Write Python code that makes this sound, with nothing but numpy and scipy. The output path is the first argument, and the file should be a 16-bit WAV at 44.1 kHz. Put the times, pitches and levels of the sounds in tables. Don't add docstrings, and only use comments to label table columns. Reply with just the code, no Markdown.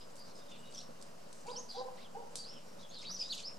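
import sys
import numpy as np
from scipy import signal
from scipy.fft import rfft, irfft
from scipy.io import wavfile
from scipy.ndimage import uniform_filter1d

SR = 44100
rng = np.random.default_rng(int(sys.argv[2]) if len(sys.argv) > 2 else 0)


def output_pcm(signal):
    pcm = np.clip(np.atleast_2d(signal).T, -1, 1) * 32767
    wavfile.write(sys.argv[1], SR, np.round(pcm).astype(np.int16))


def gain_from_db(level_db):
    decades = np.asarray(level_db, float) / 20
    return 10 ** decades


N = 157878
LEFT_RIGHT = np.array([[1], [-1]])


def rms_one(x):
    return x / np.sqrt(np.mean(x ** 2) + 1e-20)


def drift(rate_hz):
    r = np.exp(-2 * np.pi * rate_hz / SR)
    settle = 9000
    wander = signal.lfilter([1], [1, -2 * r, r * r], rng.standard_normal(N + settle))
    return rms_one(wander[settle:])


def band(x, order, low_hz, high_hz):
    return signal.sosfilt(signal.butter(order, [low_hz, high_hz], "band", fs=SR, output="sos"), x)


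def low_pass(x, order, cut_hz):
    return signal.sosfilt(signal.butter(order, cut_hz, fs=SR, output="sos"), x)


def soft_ends(t, length, edge):
    return np.sin(np.pi / 2 * np.clip(np.minimum(t, length - t) / edge, 0, 1)) ** 2


def add_call(out, start, length, pitch, level_db, overtones_db, rough, flutter, edge=0.0018, wobble=0):
    i = max(int(start * SR), 0)
    t = np.arange(min(int(length * SR), N - i)) / SR
    here = slice(i, i + len(t))
    hz = pitch(t) * (1 + wobble * flutter[::-1][here])
    phase = 2 * np.pi * np.cumsum(hz) / SR
    effort_db = level_db - np.max(level_db)
    tone = np.sin(phase)
    for harmonic, db in enumerate(overtones_db, start=2):
        tone = tone + gain_from_db(db + effort_db) * np.sin(harmonic * phase)
    strength = np.sqrt(2) * gain_from_db(level_db) * soft_ends(t, length, edge)
    out[here] += strength * tone * (1 + rough * flutter[here])


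def near_chirps(flutter):
    # (time [s], pitch [Hz], level [dB])
    chirps = [
        [(.738, 4150, -56.5), (.746, 6110, -50.5), (.757, 5780, -50.5), (.765, 4220, -58)],
        [(.768, 5690, -65), (.78, 5500, -45), (.79, 5750, -44.5), (.797, 4230, -69)],
        [(1.48, 2363, -60), (1.5, 3540, -55.5), (1.515, 4810, -53.5), (1.53, 4910, -55), (1.55, 4540, -62),
         (1.562, 4380, -50)],
        [(1.56, 5070, -45), (1.571, 5710, -45.5), (1.6, 6550, -49), (1.612, 6500, -59)],
        [(2.388, 4720, -48), (2.412, 4624, -51.5), (2.432, 4580, -56)],
        [(2.438, 3900, -54.5), (2.46, 4750, -54.5), (2.5, 5260, -53.5), (2.515, 5610, -59),
         (2.535, 5340, -60.5), (2.6, 5420, -69)],
        [(2.91, 3920, -55), (2.925, 4380, -61), (2.95, 4450, -61), (2.968, 4200, -52), (2.982, 3620, -59),
         (3.014, 3780, -54)],
    ]
    # (time [s], pitch [Hz], level [dB])
    outburst = [
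        [(3.045, 2500, -51), (3.056, 3570, -60), (3.066, 4710, -50), (3.08, 4400, -52), (3.098, 4800, -45.5),
         (3.118, 5870, -45.5), (3.152, 5840, -46), (3.178, 4510, -53)],
        [(3.19, 4435, -47.5), (3.203, 5400, -40.5), (3.218, 4896, -39.5), (3.245, 4714, -47.5)],
        [(3.288, 3643, -58), (3.305, 4200, -41.5), (3.316, 4750, -40.5), (3.323, 3995, -36.5),
         (3.332, 3100, -47), (3.342, 2440, -55)],
        [(3.432, 4130, -57), (3.455, 4885, -42), (3.475, 5390, -47.5), (3.512, 5400, -55)],
    ]
    second_harmonics_db = [-24, -28, -24, -36, -39, -30, -30, -26, -31, -24, -34]
    shake, wobble, third_db = 0.39, 0.0098, -2
    out = np.zeros(N)
    for call, second_db in zip(chirps + outburst, second_harmonics_db):
        s, hz, db = np.transpose(call)
        length = s[-1] - s[0]
        t = s[0] + np.arange(int(length * SR)) / SR

        def pitch(u):
            return uniform_filter1d(np.interp(u + s[0], s, hz), size=130, mode="nearest")

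        overtones_db = [second_db, second_db + third_db]
        add_call(out, s[0], length, pitch, np.interp(t, s, db), overtones_db, shake, flutter, wobble=wobble)
    return out


def dips(flutter):
    # (start [s], length [s], level [dB], pitch at the ends [Hz], lowest pitch [Hz])
    dip_calls = [
        (1.462, 0.038, -57, 3100, 2233),
        (3.021, .028, -51, 3560, 2096),
        (3.201, .034, -53.5, 4400, 2400),
        (3.374, 0.039, -48.5, 7200, 2400),
    ]
    dip_overtones_db = [-6, -10]
    out = np.zeros(N)
    for s, length, db, end_hz, bottom_hz in dip_calls:

        def pitch(u):
            return bottom_hz * (end_hz / bottom_hz) ** ((2 * u / length - 1) ** 2)

        add_call(out, s, length, pitch, db, dip_overtones_db, .39, flutter, .006, .0098)
    return band(out, 2, 3100, 7500)


def far_whistles(flutter):
    # (start [s], length [s], level [dB], first pitch [Hz], last pitch [Hz])
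    whistles = [(.001, 0.04, -63, 5000, 5090), (0.176, 0.09, -61.5, 4774, 4760),
                (0.479, 0.076, -64, 3665, 3480), (.585, 0.029, -67, 8000, 7930),
                (.586, 0.13, -70, 2870, 2893), (0.646, 0.054, -67, 3770, 3790),
                (0.792, 0.026, -54, 3530, 4760), (1.55, .03, -61, 3300, 2850),
                (1.972, 0.032, -67, 1664, 2420), (2.546, 0.0526, -66.5, 3270, 2790),
                (2.788, 0.04, -63.5, 3740, 3920), (2.825, 0.035, -59.5, 3500, 3275),
                (2.889, 0.03, -63.5, 6200, 7100), (3.23, 0.04, -57, 3540, 3860)]
    # (start [s], length [s], level [dB], first pitch [Hz], last pitch [Hz])
    strokes = [(.26, .06, -77, 5570, 5400), (0.269, 0.062, -70, 4220, 4120), (.35, 0.059, -65, 4960, 5110),
               (.38, .05, -71, 3670, 3640), (.5, 0.05, -67.5, 3000, 2730), (0.703, .016, -68, 8300, 8240),
               (.744, 0.024, -62, 3570, 3180), (.772, .022, -57, 3690, 3260),
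               (.8, 0.039, -60.5, 5610, 5550), (.806, 0.014, -62, 2940, 2920),
               (1.684, 0.039, -52, 4870, 4690), (1.7, 0.072, -59, 4250, 3860),
               (1.748, 0.056, -56, 4730, 4760), (1.729, 0.044, -64.5, 3510, 3340),
               (1.775, 0.047, -61, 4090, 3900), (2.011, 0.025, -65, 3470, 4170),
               (2.042, .03, -63.5, 3600, 2820), (2.504, .02, -63.5, 2840, 2980),
               (2.941, 0.0099, -50.5, 4200, 5380), (2.9, 0.029, -63, 3310, 3730),
               (3.012, 0.016, -51, 6000, 4330), (3.022, .012, -59, 7360, 6300),
               (3.048, 0.048, -54.5, 3810, 3865), (3.098, .016, -54, 3650, 4330),
               (3.327, 0.017, -49.5, 7000, 6530), (3.332, 0.026, -62, 4500, 3620),
               (3.362, 0.016, -70, 4370, 3000), (2.66, 0.086, -72, 5500, 5600)]
    rough, edge_s = .65, .006
    out = np.zeros(N)
    for calls, wobble in ((whistles, .008), (strokes, .025)):
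        for s, length, db, first, last in calls:

            def pitch(u):
                return first + (last - first) * u / length

            add_call(out, s, length, pitch, db, [], rough, flutter, edge_s, wobble)
    return out


def sparrows():
    flutter = drift(272)
    birds = near_chirps(flutter) + far_whistles(flutter) + dips(flutter)
    birds = low_pass(birds, 2, 21000)
    wall_s, wall_db = .009, -6.5
    return birds + gain_from_db(wall_db) * np.pad(birds, (int(wall_s * SR), 0))[:N]


def rustles():
    # (start [s], length [s], level [dB], low edge [Hz], high edge [Hz])
    swells = [(0.145, 0.068, -66.5, 6500, 11800), (0.237, 0.11, -66.5, 3870, 6000),
              (0.332, .09, -66.5, 3980, 8500), (0.483, 0.13, -63, 2200, 4050),
              (0.488, 0.047, -65.5, 4800, 8450), (0.684, 0.19, -62, 2900, 8300),
              (1.324, 0.14, -66, 5530, 8800), (1.665, 0.2, -60.5, 3320, 5970),
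              (1.676, 0.093, -69, 6900, 11900), (1.949, .12, -62.5, 2454, 4940),
              (2.42, 0.24, -67, 2470, 3580), (2.78, 0.076, -62.5, 3470, 6400),
              (2.887, 0.21, -59, 3100, 5000), (3.091, 0.029, -58, 850, 1600),
              (3.314, 0.15, -55.5, 2900, 7850), (3.303, 0.078, -62.5, 8000, 11900),
              (3.46, 0.076, -66, 2090, 2880), (1.45, 0.098, -65, 3000, 8000),
              (3.108, 0.28, -58.5, 3320, 7000), (.001, 0.056, -66, 2800, 4180)]
    grain_db, side_share = 2.5, 0.5
    out = np.zeros((2, N))
    white = rng.standard_normal((2, N)) * gain_from_db(grain_db * drift(110))
    for s, length, db, low_hz, high_hz in swells:
        i = int(s * SR)
        t = np.arange(int(length * SR)) / SR
        here = slice(i, i + len(t))
        puff = rms_one(band(white[:, here], 3, low_hz, high_hz))
        out[:, here] += gain_from_db(db) * soft_ends(t, length, length / 3) * puff
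    return out[0] + side_share * out[1] * LEFT_RIGHT


def ticks():
    # (time [s], peak level [dB], time to fade by 60 dB [s])
    snaps = [
        (.156, -56, .05),
        (.166, -57.5, 0.091),
        (1.014, -55, 0.076),
        (1.025, -51.5, 0.067),
        (1.3285, -52, 0.09),
        (1.468, -56, 0.9),
        (2.356, -38, 0.22),
        (2.368, -59, 0.083),
        (2.987, -55, 0.2),
    ]
    crack_s, tail_db = 0.00094, -8
    t, strength = np.arange(N) / SR, np.zeros(N)
    for s, db, decay in snaps:
        u = np.maximum(t - s, 0)
        crack = np.exp(-u / crack_s)
        sifting = gain_from_db(tail_db - 60 * u / max(decay, .005))
        strength += (t >= s) * gain_from_db(db) * (crack + sifting)
    noise = rng.standard_normal((2, N)) * [[1], [.5]]
    return rms_one(band(noise, 4, 3700, 9500)) * strength


def dogs():
    # (start [s], length [s], level [dB], pitch [Hz], second harmonic [dB])
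    barks = [
        (1.468, 0.073, -48.5, 503.2, 1),
        (1.76, 0.077, -45, 506.1, -5),
        (2.155, 0.078, -51, 482.6, -2),
    ]
    # (start [s], length [s], level [dB], pitch [Hz], second harmonic [dB])
    yaps = [
        (1.452, 0.033, -51.5, 872, -22),
        (1.738, 0.048, -50, 809.6, -29),
        (1.79, 0.05, -51, 809, -21),
        (2.143, 0.035, -48.5, 854, -29),
    ]
    echo_s, rise, rise_s = .07, .16, .014
    rough, edge_share, wobble = .4, .35, .015
    out, flutter = np.zeros(N), drift(98)
    for calls, echo_db in ((barks, -9.5), (yaps, -0.5)):
        for s, length, db, hz, second_db in calls:

            def pitch(u):
                return hz * (1 - rise * np.exp(-u / rise_s))

            overtones_db = [second_db, second_db - 22]
            for lag, loss_db in ((0, 0), (echo_s, echo_db)):
                add_call(out, s + lag, length, pitch, db + loss_db, overtones_db, rough, flutter,
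                         length * edge_share, wobble)
    return out


def thud():
    start_s, hz, fade_s, level_db = 3.095, 186.6, 0.49, -54.5
    u = np.maximum(np.arange(N) / SR - start_s, 0)
    return gain_from_db(level_db - 60 * u / fade_s) * np.sin(2 * np.pi * hz * u)


def yard_echoes(x, t60, gap, cut_hz):
    t = np.arange(SR) / SR
    h = rng.standard_normal((2, SR)) * gain_from_db(-60 * t / t60) * np.clip(t / gap - 1, 0, 1)
    h = low_pass(h, 1, cut_hz)
    h = h / np.sqrt(np.sum(h ** 2, 1, keepdims=True))
    return signal.fftconvolve(x[None], h, axes=1)[:, :N]


def two_ears(spectra, turn=1):
    # (frequency [Hz], left-right likeness [0-1], left ahead by [radians], left minus right [dB])
    likeness = [(60, .9, .2, -1.5), (200, .75, .7, -6), (500, .7, 1.7, -1.5), (1000, .5, 2.2, -.4),
                (2500, .45, .5, 0), (6000, .6, .1, -.3), (15000, .35, 0, .4)]
    table_hz, alike, lead, lean_db = np.transpose(likeness)
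    log_hz = np.log(np.fft.rfftfreq(N, 1 / SR) + 1)
    alike, lead, lean_db = (np.interp(log_hz, np.log(table_hz), v) for v in (alike, lead, lean_db))
    alike = np.clip(alike, 0, 1)
    side = LEFT_RIGHT / 2
    shared = np.sqrt(alike) * spectra[0] * np.exp(1j * turn * lead * side)
    separate = np.sqrt(1 - alike) * spectra[1:]
    return irfft((shared + separate) * gain_from_db(lean_db * side), N)


def flock():
    level_db, patch_db = -74, 2.5
    white, patch_edges = rng.standard_normal((2, N)), np.geomspace(2705, 8000, num=6)
    out = np.zeros((2, N))
    for low_hz, high_hz in zip(patch_edges, patch_edges[1:]):
        out += gain_from_db(level_db + patch_db * drift(13.0)) * rms_one(band(white, 2, low_hz, high_hz))
    return out


def noise_shape(hz, table):
    table_hz, db = np.transpose(table)
    shape = gain_from_db(np.interp(np.log(hz), np.log(table_hz), db, left=-90, right=-90))
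    return shape / np.sqrt(np.mean(shape ** 2))


def town():
    # (frequency [Hz], level per Hz [dB])
    hum_shape = [(15, -49), (25, -9.5), (32, -25.5), (232, -10.5), (327, -13), (575, -4.5), (838, -11.5),
                 (977, -10), (1500, -19), (1950, -35), (3300, -120)]
    # (frequency [Hz], level per Hz [dB])
    hiss_shape = [(880, -4.5), (1500, 1), (1990, -0.5), (3340, -6), (4400, -2), (4850, 0), (7820, -6),
                  (11700, -12), (15500, -17.5)]
    # (centre [Hz], width [Hz], level [dB])
    machines = [(177.5, 48, -65), (233.3, 2.2, -68.5), (495.4, 7.6, -69.5), (560.4, 14, -68)]
    hum_db, hiss_db = -58, -64
    hz = np.fft.rfftfreq(N, 1 / SR) + 1e-3
    white = rfft(rng.standard_normal((2, 3, N)))
    hum = gain_from_db(hum_db) * noise_shape(hz, hum_shape)
    hiss = gain_from_db(hiss_db) * noise_shape(hz, hiss_shape)
    drone_power = 0
    for centre, width, db in machines:
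        peak = gain_from_db(2 * db) * SR / (np.pi * width)
        drone_power = drone_power + peak / (1 + (2 * (hz - centre) / width) ** 2)
    low = two_ears(white[0] * np.sqrt(hum ** 2 + drone_power * (hz > 90)))
    high = two_ears(white[1] * hiss)
    return low * gain_from_db(1.0 * drift(12.0)) + high * gain_from_db(0.92 * drift(27))


def scene():
    birds, (tick_mid, tick_side), barks = sparrows(), ticks(), dogs()
    ahead = birds + tick_mid
    echoes = gain_from_db(-11.5) * yard_echoes(ahead, 0.32, 0.0079, 10400)
    near = (ahead + echoes[0]) * gain_from_db(-.3 * LEFT_RIGHT)
    near = near + (tick_side + 0.46 * echoes[1]) * LEFT_RIGHT
    dog_echoes = gain_from_db(-13) * yard_echoes(barks, .6, 0.018, 820)
    far = two_ears(rfft(np.vstack([barks + thud(), dog_echoes])), turn=0.55)
    return near + gain_from_db(3) * far + town() + flock() + rustles()


def roll_off(x):
    return signal.sosfilt(signal.butter(12, 15660, fs=SR, output="sos"), x)


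def record(dry):
    top_hz, busy_db, offset = 12500, -55, -.003
    spectrum, hz = rfft(dry), np.fft.rfftfreq(N, 1 / SR)
    top = irfft(spectrum * (hz > top_hz), N)
    calls = irfft(spectrum[0] * (hz > top_hz / 5) * (hz < top_hz), N)
    busy = uniform_filter1d(calls ** 2, size=2048) / gain_from_db(2 * busy_db)
    lost = top * busy ** 2 / (1 + busy ** 2)
    return roll_off(dry - lost + offset)


dry = scene()
out = record(dry)
output_pcm(out)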